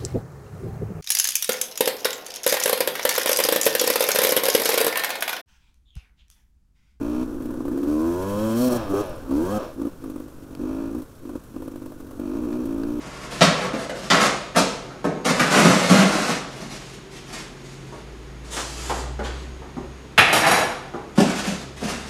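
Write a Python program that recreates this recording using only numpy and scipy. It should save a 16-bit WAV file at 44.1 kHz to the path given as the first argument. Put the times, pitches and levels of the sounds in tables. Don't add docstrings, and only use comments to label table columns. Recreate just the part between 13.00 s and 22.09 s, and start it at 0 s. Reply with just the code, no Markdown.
import sys
import numpy as np
from scipy import signal
from scipy.fft import rfft, irfft, next_fast_len
from scipy.io import wavfile
from scipy.ndimage import uniform_filter1d

SR = 44100
rng = np.random.default_rng(int(sys.argv[2]) if len(sys.argv) > 2 else 0)


def transcribe(signal):
    frames = np.atleast_2d(signal).T
    limited = np.clip(frames, -1, 1)
    pcm = np.round(limited * 32767).astype(np.int16)
    wavfile.write(sys.argv[1], SR, pcm)


N = 400993
RING_SIZE, ECHO_SIZE = 8192, 32768
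RING_HZ = np.fft.rfftfreq(RING_SIZE, 1 / SR) + 1

# (time [s], level [dB], boom [dB], treble [dB], tilt [dB/octave], crunch length [s])
# Level is for the middle pitches, before gain_db is added; boom and treble are relative to it.
STABS = [(0.409, -11.5, 0.5, -3, 0.5, 0.0051), (0.415, -8, -12, -8, -1, 0.0038),
         (0.445, -17.5, -6, -7, 4, .0044), (1.102, -15, -3.5, 2.5, 1, 0.004),
         (1.109, -10, -17, -13, 1, .012)]
TEARS = [(1.561, -6.5, -7, -8.5, -4, 0.0083), (2.25, -19.5, -15, -3, -5, 0.004),
         (2.56, -12.5, 5, -10, 5.5, 0.017), (2.65, -10, 6, -9, 1, .012), (2.895, -12, 9.5, -4, -2, 0.011),
         (2.998, -15, -3, -15, -2, 0.017), (3.133, -20, -1, -6, -9.5, 0.011)]
KNOCKS = [(0.734, -18.5, -3, -8.5, -8, .0088), (0.895, -20, -28, -10, -2, 0.0012),
          (1.904, -32, -13, -24, -0.5, 0.0064), (2.043, -12.5, -3.5, -13, -9.5, .006),
          (2.396, -9.5, -3, -6, 8, 0.012)]
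FLAP_THUMPS = [(3.614, -39, 11.4, -2, 2, .007), (8.177, -12, 6, -14, -1, 0.0044),
               (8.202, -18.5, 2.2, -3.5, 0.36, 0.003), (8.465, -25.5, 8.4, 0, 2.3, 0.014),
               (8.817, -24.5, 4.7, -11, -1.7, 0.013)]
HANDLE_CLACKS = [(7.178, -3.5, -9, -8.5, 7.5, .005), (7.212, -17, -1, -9, 9, 0.0028),
                 (7.275, -14.5, -4, -12, 9, 0.049), (7.436, -9, -13, -23, -1.5, 0.038)]
STEPS = [(4.924, -31, -10, -19, -4.5, 0.016), (5.568, -23.5, -7, -4, 8.5, .008),
         (5.897, -17, -10.5, -14.5, 3.5, 0.01), (6.192, -24.5, 1.5, -20, 4.5, .011),
         (6.62, -34, -5, -31, 2, 0.0103), (6.767, -29.5, 6.5, -24, -4, 0.0088),
         (7.938, -23, -6, -25, -3, 0.013)]

# (time [s], level before gain_db [dB], treble [dB])
BLADE_BOUNCES = [(7.329, -7, -4), (7.362, -15, -6.5), (7.467, -9, -5), (7.513, -9, -5), (7.585, -12, -11.5)]

# (start [s], hold [s], level [dB], treble [dB])
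POINT_STROKES = [(0, 0.36, -39.5, -5.5), (0.3, 0.15, -38, 0.5), (0.41, 0.031, -21, 2.5),
                 (0.51, 0.16, -28.5, -11.5), (0.75, 0.088, -38, -1), (0.94, 0.17, -39.5, -1.5),
                 (1.12, 0.095, -16.5, -9.5), (1.2, 0.055, -18, -4.5), (1.54, 0.017, -22.5, -14),
                 (1.565, 0.04, -27, 5.5)]
SLIT_STROKES = [(2.243, 0.061, -19, -6.5), (2.34, 0.29, -26, -6.5), (2.5, 0.099, -16, -6),
                (2.58, 0.16, -20, -4.5), (2.74, 0.28, -23.5, -4.5), (2.895, 0.13, -19, -6.5),
                (3.04, 0.26, -27, -3), (3.27, 0.046, -23.5, -8), (3.32, 0.054, -40.5, 3)]
FLAP_STROKES = [(3.48, 0.24, -43, -2.5), (3.69, 0.068, -42.5, 3), (3.79, 0.16, -53, 4),
                (4.1, 0.059, -43, 1), (4.25, 0.087, -45.5, 0.5), (4.32, .06, -40.5, 1),
                (4.56, 0.43, -60.5, 7), (8.15, .03, -37.5, 1), (8.177, .045, -32, -1.5),
                (8.22, 0.15, -33, -4), (8.345, 0.054, -31, 0), (8.42, 0.096, -36.5, -1),
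                (8.52, 0.095, -50, 4), (8.76, .06, -40, 0), (8.83, 0.063, -29.5, -1),
                (8.93, 0.104, -42.5, -1), (9.05, 0.036, -37, -2)]
CLOTH_STROKES = [(5.43, 0.099, -46.5, -2.5), (5.5, 0.11, -36, 2), (5.62, .13, -44, 3), (5.75, 0.25, -39, 0),
                 (6.225, 0.037, -32.5, -10.5), (6.3, 0.13, -47, -7)]

# (frequency [Hz], level [dB])
CARDBOARD_COLOUR = [(50, -82), (95, -20), (135, -16), (180, -9), (320, -12.5), (600, -14.5), (1400, -11.5),
                    (2200, -17), (3300, -26), (6500, -29), (10300, -37), (12500, -44.5), (15000, -61)]
COUNTER_COLOUR = [(47, -46), (80, -21), (114, -13.5), (285, -15.5), (493, -10), (538, -5.5), (763, -0.5),
                  (1160, 2), (2230, 2.5), (7780, -12.5), (9890, -12.5), (11800, -14), (15000, -39)]
SHOE_COLOUR = [(60, -35), (150, -5.5), (300, 0), (800, -0.5), (1500, -7), (2500, -14.5), (6000, -15),
               (10000, -25), (15000, -44)]
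CLOTH_COLOUR = [(80, -45), (250, -12), (1000, -2), (2500, -7), (4500, 3), (7000, 7.5), (10500, -2.5),
                (15000, -22)]
ROOM_TONE_COLOUR = [(15, -25), (25, -22), (40, 6.5), (54, -19), (85, -8.5), (139, -1.5), (237, -4.5),
                    (380, -3), (570, -14), (2130, -19), (6200, -29.5), (6650, -26), (7280, -33.5),
                    (9770, -36), (15000, -49)]

# (frequency [Hz], width [Hz], boost [dB])
PANEL_NOTES = [(159, 8.7, 11.5), (180.3, 15, 12.5), (198, 24, 14), (267, 26, 5.5), (278, 37, 3.5),
               (502.4, 15, 9), (628, 150, 8), (1113, 30, 1.5), (1295, 65, 1.5)]
FLAP_NOTES = [(181, 18, 3.4), (198.6, 37, 17), (295, 25, 2.2), (660, 160, 4)]
BLADE_NOTES = [(491, 18, 6.2), (655, 14, 1.8), (777, 110, 3.4), (975, 12, 2.4), (1700, 53, 2.9),
               (3933, 46, 6.5), (4800, 62, 6), (5300, 30, 3.7), (5650, 64, 8.5), (6300, 32, 5.7),
               (6750, 58, 12), (8280, 40, 9.1), (8670, 50, 7.4), (9636, 50, 10.5), (10060, 87, 10.4),
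               (11600, 60, 10.6), (13300, 50, 17.2), (15122, 50, 18)]

# (frequency [Hz], time to fade by 60 dB [s])
ECHO_TIMES = [(100, 0.42), (250, 0.6), (700, 0.78), (2000, 0.65), (5000, 0.7), (9000, 0.5), (15000, 0.081)]
# (frequency [Hz], level [dB], waver [Hz])
HUM_TONES = [(134.8, -48.5, 1.27), (181, -67, 2.93), (377, -53, 4.15), (422, -59, 7.4), (6630, -68, 46)]
# (time [s], firing rate [Hz], level [dB])
ENGINE_IDLE = [(0, 57.4, -49.5), (3.2, 55.2, -54.5)]
ENGINE_SWELL = [(4.3, 54, -53), (4.7, 54.6, -58), (5.14, 55.9, -41), (5.61, 58.7, -39.5), (6.23, 61.4, -29),
                (6.48, 64.1, -34), (6.73, 64.35, -47), (6.9, 64.15, -41), (7.15, 64.0, -49)]
ENGINE_RETURN = [(7.8, 66.77, -55), (8.438, 66.4, -46.5), (9.09, 65.9, -41)]


def box(room):
    panel = CARDBOARD_COLOUR, PANEL_NOTES, room
    flap = CARDBOARD_COLOUR, FLAP_NOTES, room
    return (blows(STABS, *panel, edge_hz=5600, snap=0.61, rise_s=0.0009, gain_db=1.2)
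            + blows(TEARS, *panel, edge_hz=13000, snap=0.47, rise_s=0.002, gain_db=-1.3)
            + blows(KNOCKS, *panel, edge_hz=1600, snap=0.57, rise_s=0.0015, gain_db=-1.3)
            + blows(FLAP_THUMPS, *flap, edge_hz=800, snap=0.37, rise_s=0.00093, gain_db=0.5)
            + rub(POINT_STROKES, *panel, clicks_per_s=3000, spread_db=4, slip_hz=67.5, slip_db=2.5,
                  boom_db=-7, attack_s=0.011, release_s=0.012)
            + rub(SLIT_STROKES, *panel, clicks_per_s=3000, spread_db=3.3, slip_hz=135, slip_db=0.5,
                  boom_db=-3, attack_s=0.0091, release_s=0.014)
            + rub(FLAP_STROKES, *flap, clicks_per_s=5000, spread_db=3, slip_hz=50.5, slip_db=3,
                  boom_db=-12.5, attack_s=0.009, release_s=0.034))


def knife_clatter(room, boom_db=-11, tilt_db=-6.5, crunch_s=0.026):
    steel = COUNTER_COLOUR, BLADE_NOTES, room
    bounces = [(s, db, boom_db, treble_db, tilt_db, crunch_s) for s, db, treble_db in BLADE_BOUNCES]
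    return (blows(HANDLE_CLACKS, *steel, edge_hz=2400, snap=0.34, rise_s=0.00077, gain_db=0.6)
            + blows(bounces, *steel, edge_hz=14000, snap=0.65, rise_s=0.0014, gain_db=-1.87))


def person(room):
    return (blows(STEPS, SHOE_COLOUR, [], room, edge_hz=1520, snap=0.75, rise_s=0.00043, gain_db=-0.4)
            + rub(CLOTH_STROKES, CLOTH_COLOUR, [], room, clicks_per_s=7000, spread_db=2,
                  slip_hz=39.5, slip_db=-1, boom_db=-11, attack_s=0.02, release_s=0.024))


def blows(table, colour, notes, room, edge_hz, snap, rise_s, gain_db):
    out = np.zeros(N + 2 * ECHO_SIZE)
    t = np.arange(RING_SIZE) / SR
    for start_s, db, boom_db, treble_db, tilt_db, crunch_s in table:
        force = crackle(RING_SIZE, clicks_per_s=5000, spread_db=3.85)
        force *= np.exp(-t / (2 * crunch_s)) * (1 - np.exp(-t / rise_s))
        force /= np.sqrt(np.sum(force ** 2))
        force[0] += snap
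        responses = np.array(body(colour, notes, contact_colour(tilt_db, edge_hz)))
        ringing = signal.fftconvolve(force[None], responses, axes=1)[:, :RING_SIZE]
        parts = kitchen_echo(ringing, room)
        parts *= np.sqrt(.01 * SR / np.sum(parts ** 2, axis=1, keepdims=True))
        hit = sum(amp(db + gain_db + part_db) * part
                  for part_db, part in zip((boom_db, 0, treble_db), parts))
        start = int(start_s * SR)
        out[start:start + len(hit)] += hit
    return out[:N]


def rub(table, colour, notes, room, clicks_per_s, spread_db, slip_hz, slip_db, boom_db,
        attack_s, release_s):
    out = np.zeros(N + 3 * ECHO_SIZE)
    t = np.arange(ECHO_SIZE) / SR
    boom, middle, treble = body(colour, notes)
    for start_s, hold_s, db, treble_db in table:
        pressure = np.minimum(t / attack_s, 1) * np.exp(-np.maximum(t - hold_s, 0) / release_s)
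        clicks = crackle(ECHO_SIZE, clicks_per_s, spread_db)
        spurts = amp(slip_db * wander(slip_hz, ECHO_SIZE))
        response = amp(boom_db) * boom + middle + amp(treble_db) * treble
        ringing = signal.fftconvolve(unit(clicks * spurts) * pressure, response)
        stroke = amp(db) * kitchen_echo(ringing[None, :ECHO_SIZE], room)[0]
        start = int(start_s * SR)
        out[start:start + len(stroke)] += stroke
    return out[:N]


def crackle(length, clicks_per_s, spread_db):
    chance, size, sign = rng.random((length, 3)).T
    strength = amp(spread_db * np.minimum(-np.log(1 - size), 4))
    return unit((chance < clicks_per_s / SR) * strength * np.sign(sign - .5) + 1e-9)


def contact_colour(tilt_db, edge_hz, grit_db=-11):
    ratio = RING_HZ / edge_hz
    spring = 1 / ((1 - ratio ** 2) ** 2 + ratio ** 2)
    octaves = np.log2(np.clip(RING_HZ, 350, 3000) / 1000)
    return (spring + amp(grit_db)) * amp(tilt_db * octaves)


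def body(colour, notes, contact=1, boom_hz=350, treble_hz=3000):
    boost = 1 + sum(amp(db) ** 2 / (1 + (2 * (RING_HZ - hz) / width) ** 2) for hz, width, db in notes)
    gain = amp(read_curve(RING_HZ, colour)) * np.sqrt(boost) * contact
    low = 1 / (1 + (RING_HZ / boom_hz) ** 8)
    high = 1 / (1 + (treble_hz / RING_HZ) ** 8)
    shares = low, (1 - low) * (1 - high), high
    return [unit(ring(gain * np.sqrt(share))) / np.sqrt(RING_SIZE) for share in shares]


def ring(gain):
    cepstrum = irfft(np.log(gain + 1e-7))
    cepstrum[1:RING_SIZE // 2] *= 2
    cepstrum[RING_SIZE // 2 + 1:] = 0
    return irfft(np.exp(rfft(cepstrum)))


def kitchen_room(flurry=1.1, flurry_s=0.011, build_s=0.0012):
    t = np.arange(ECHO_SIZE) / SR
    hz = np.fft.rfftfreq(ECHO_SIZE, 1 / SR) + 1
    centres_hz = 62.5 * 2. ** np.arange(9)[:, None]
    bands = np.maximum(1 - np.abs(np.log2(hz / centres_hz)), 0)
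    tails = np.exp(-np.log(1000) * t / read_curve(centres_hz, ECHO_TIMES))
    fades = (tails + flurry * np.exp(-t / flurry_s)) * (1 - np.exp(-t / build_s))
    fades /= np.linalg.norm(fades, axis=1, keepdims=True)
    return bands.astype(np.float32), fades.astype(np.float32)


def kitchen_echo(sound, room, direct=0.36):
    bands, fades = room
    noise = rng.standard_normal(ECHO_SIZE).astype(np.float32)
    echoes = (irfft(bands * rfft(noise)) * fades).sum(axis=0)
    echoes[0] += direct
    return signal.fftconvolve(sound.astype(np.float32), echoes[None], axes=1) / float(np.hypot(1, direct))


def engine(overtone_db=-16, throb_db=1.0):
    t = np.arange(N) / SR
    times, firing_hz, db = np.vstack([ENGINE_IDLE, ENGINE_SWELL, ENGINE_RETURN]).T
    phase = 2 * np.pi * np.cumsum(np.interp(t, times, firing_hz)) / SR
    level = amp(np.interp(t, times, db) + throb_db * wander(8))
    return np.sqrt(2) * level * (np.sin(phase) + amp(overtone_db) * np.sin(2 * phase))


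def appliance_hum(flicker_db=2.6):
    hum = np.zeros(N)
    for hz, db, waver_hz in HUM_TONES:
        level = amp(db + flicker_db * wander(6.5))
        phase = 2 * np.pi * np.cumsum(hz + waver_hz * wander(25)) / SR
        hum += level * np.sin(phase)
    return np.sqrt(2) * hum


def room_tone(level_db=-42, drift_db=0.133):
    size = next_fast_len(N, True)
    hz = np.fft.rfftfreq(size, 1 / SR) + 1
    spectrum = rfft(rng.standard_normal(size)) * amp(read_curve(hz, ROOM_TONE_COLOUR))
    return unit(irfft(spectrum, size)[:N]) * amp(level_db + drift_db * wander(2.29))


def wander(rate_hz, length=N):
    step = max(int(SR / rate_hz), 1)
    stairs = np.repeat(rng.standard_normal(length // step + 1), step)[:length]
    return unit(uniform_filter1d(stairs, step))


def read_curve(hz, points):
    point_hz, values = np.transpose(points)
    return np.interp(np.log(hz), np.log(point_hz), values)


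def amp(db):
    return 10 ** (np.asarray(db) / 20)


def unit(x):
    return x / np.sqrt(np.mean(x ** 2))


def scene():
    room = kitchen_room()
    return (box(room) + person(room) + knife_clatter(room) + room_tone() + appliance_hum() + engine())[None]


def record(dry, top_hz=15300):
    low_pass = signal.ellip(10, .2, 80, top_hz, fs=SR, output="sos")
    return signal.sosfilt(low_pass, np.clip(dry, -1, 1))


dry = scene()
out = record(dry)
transcribe(out)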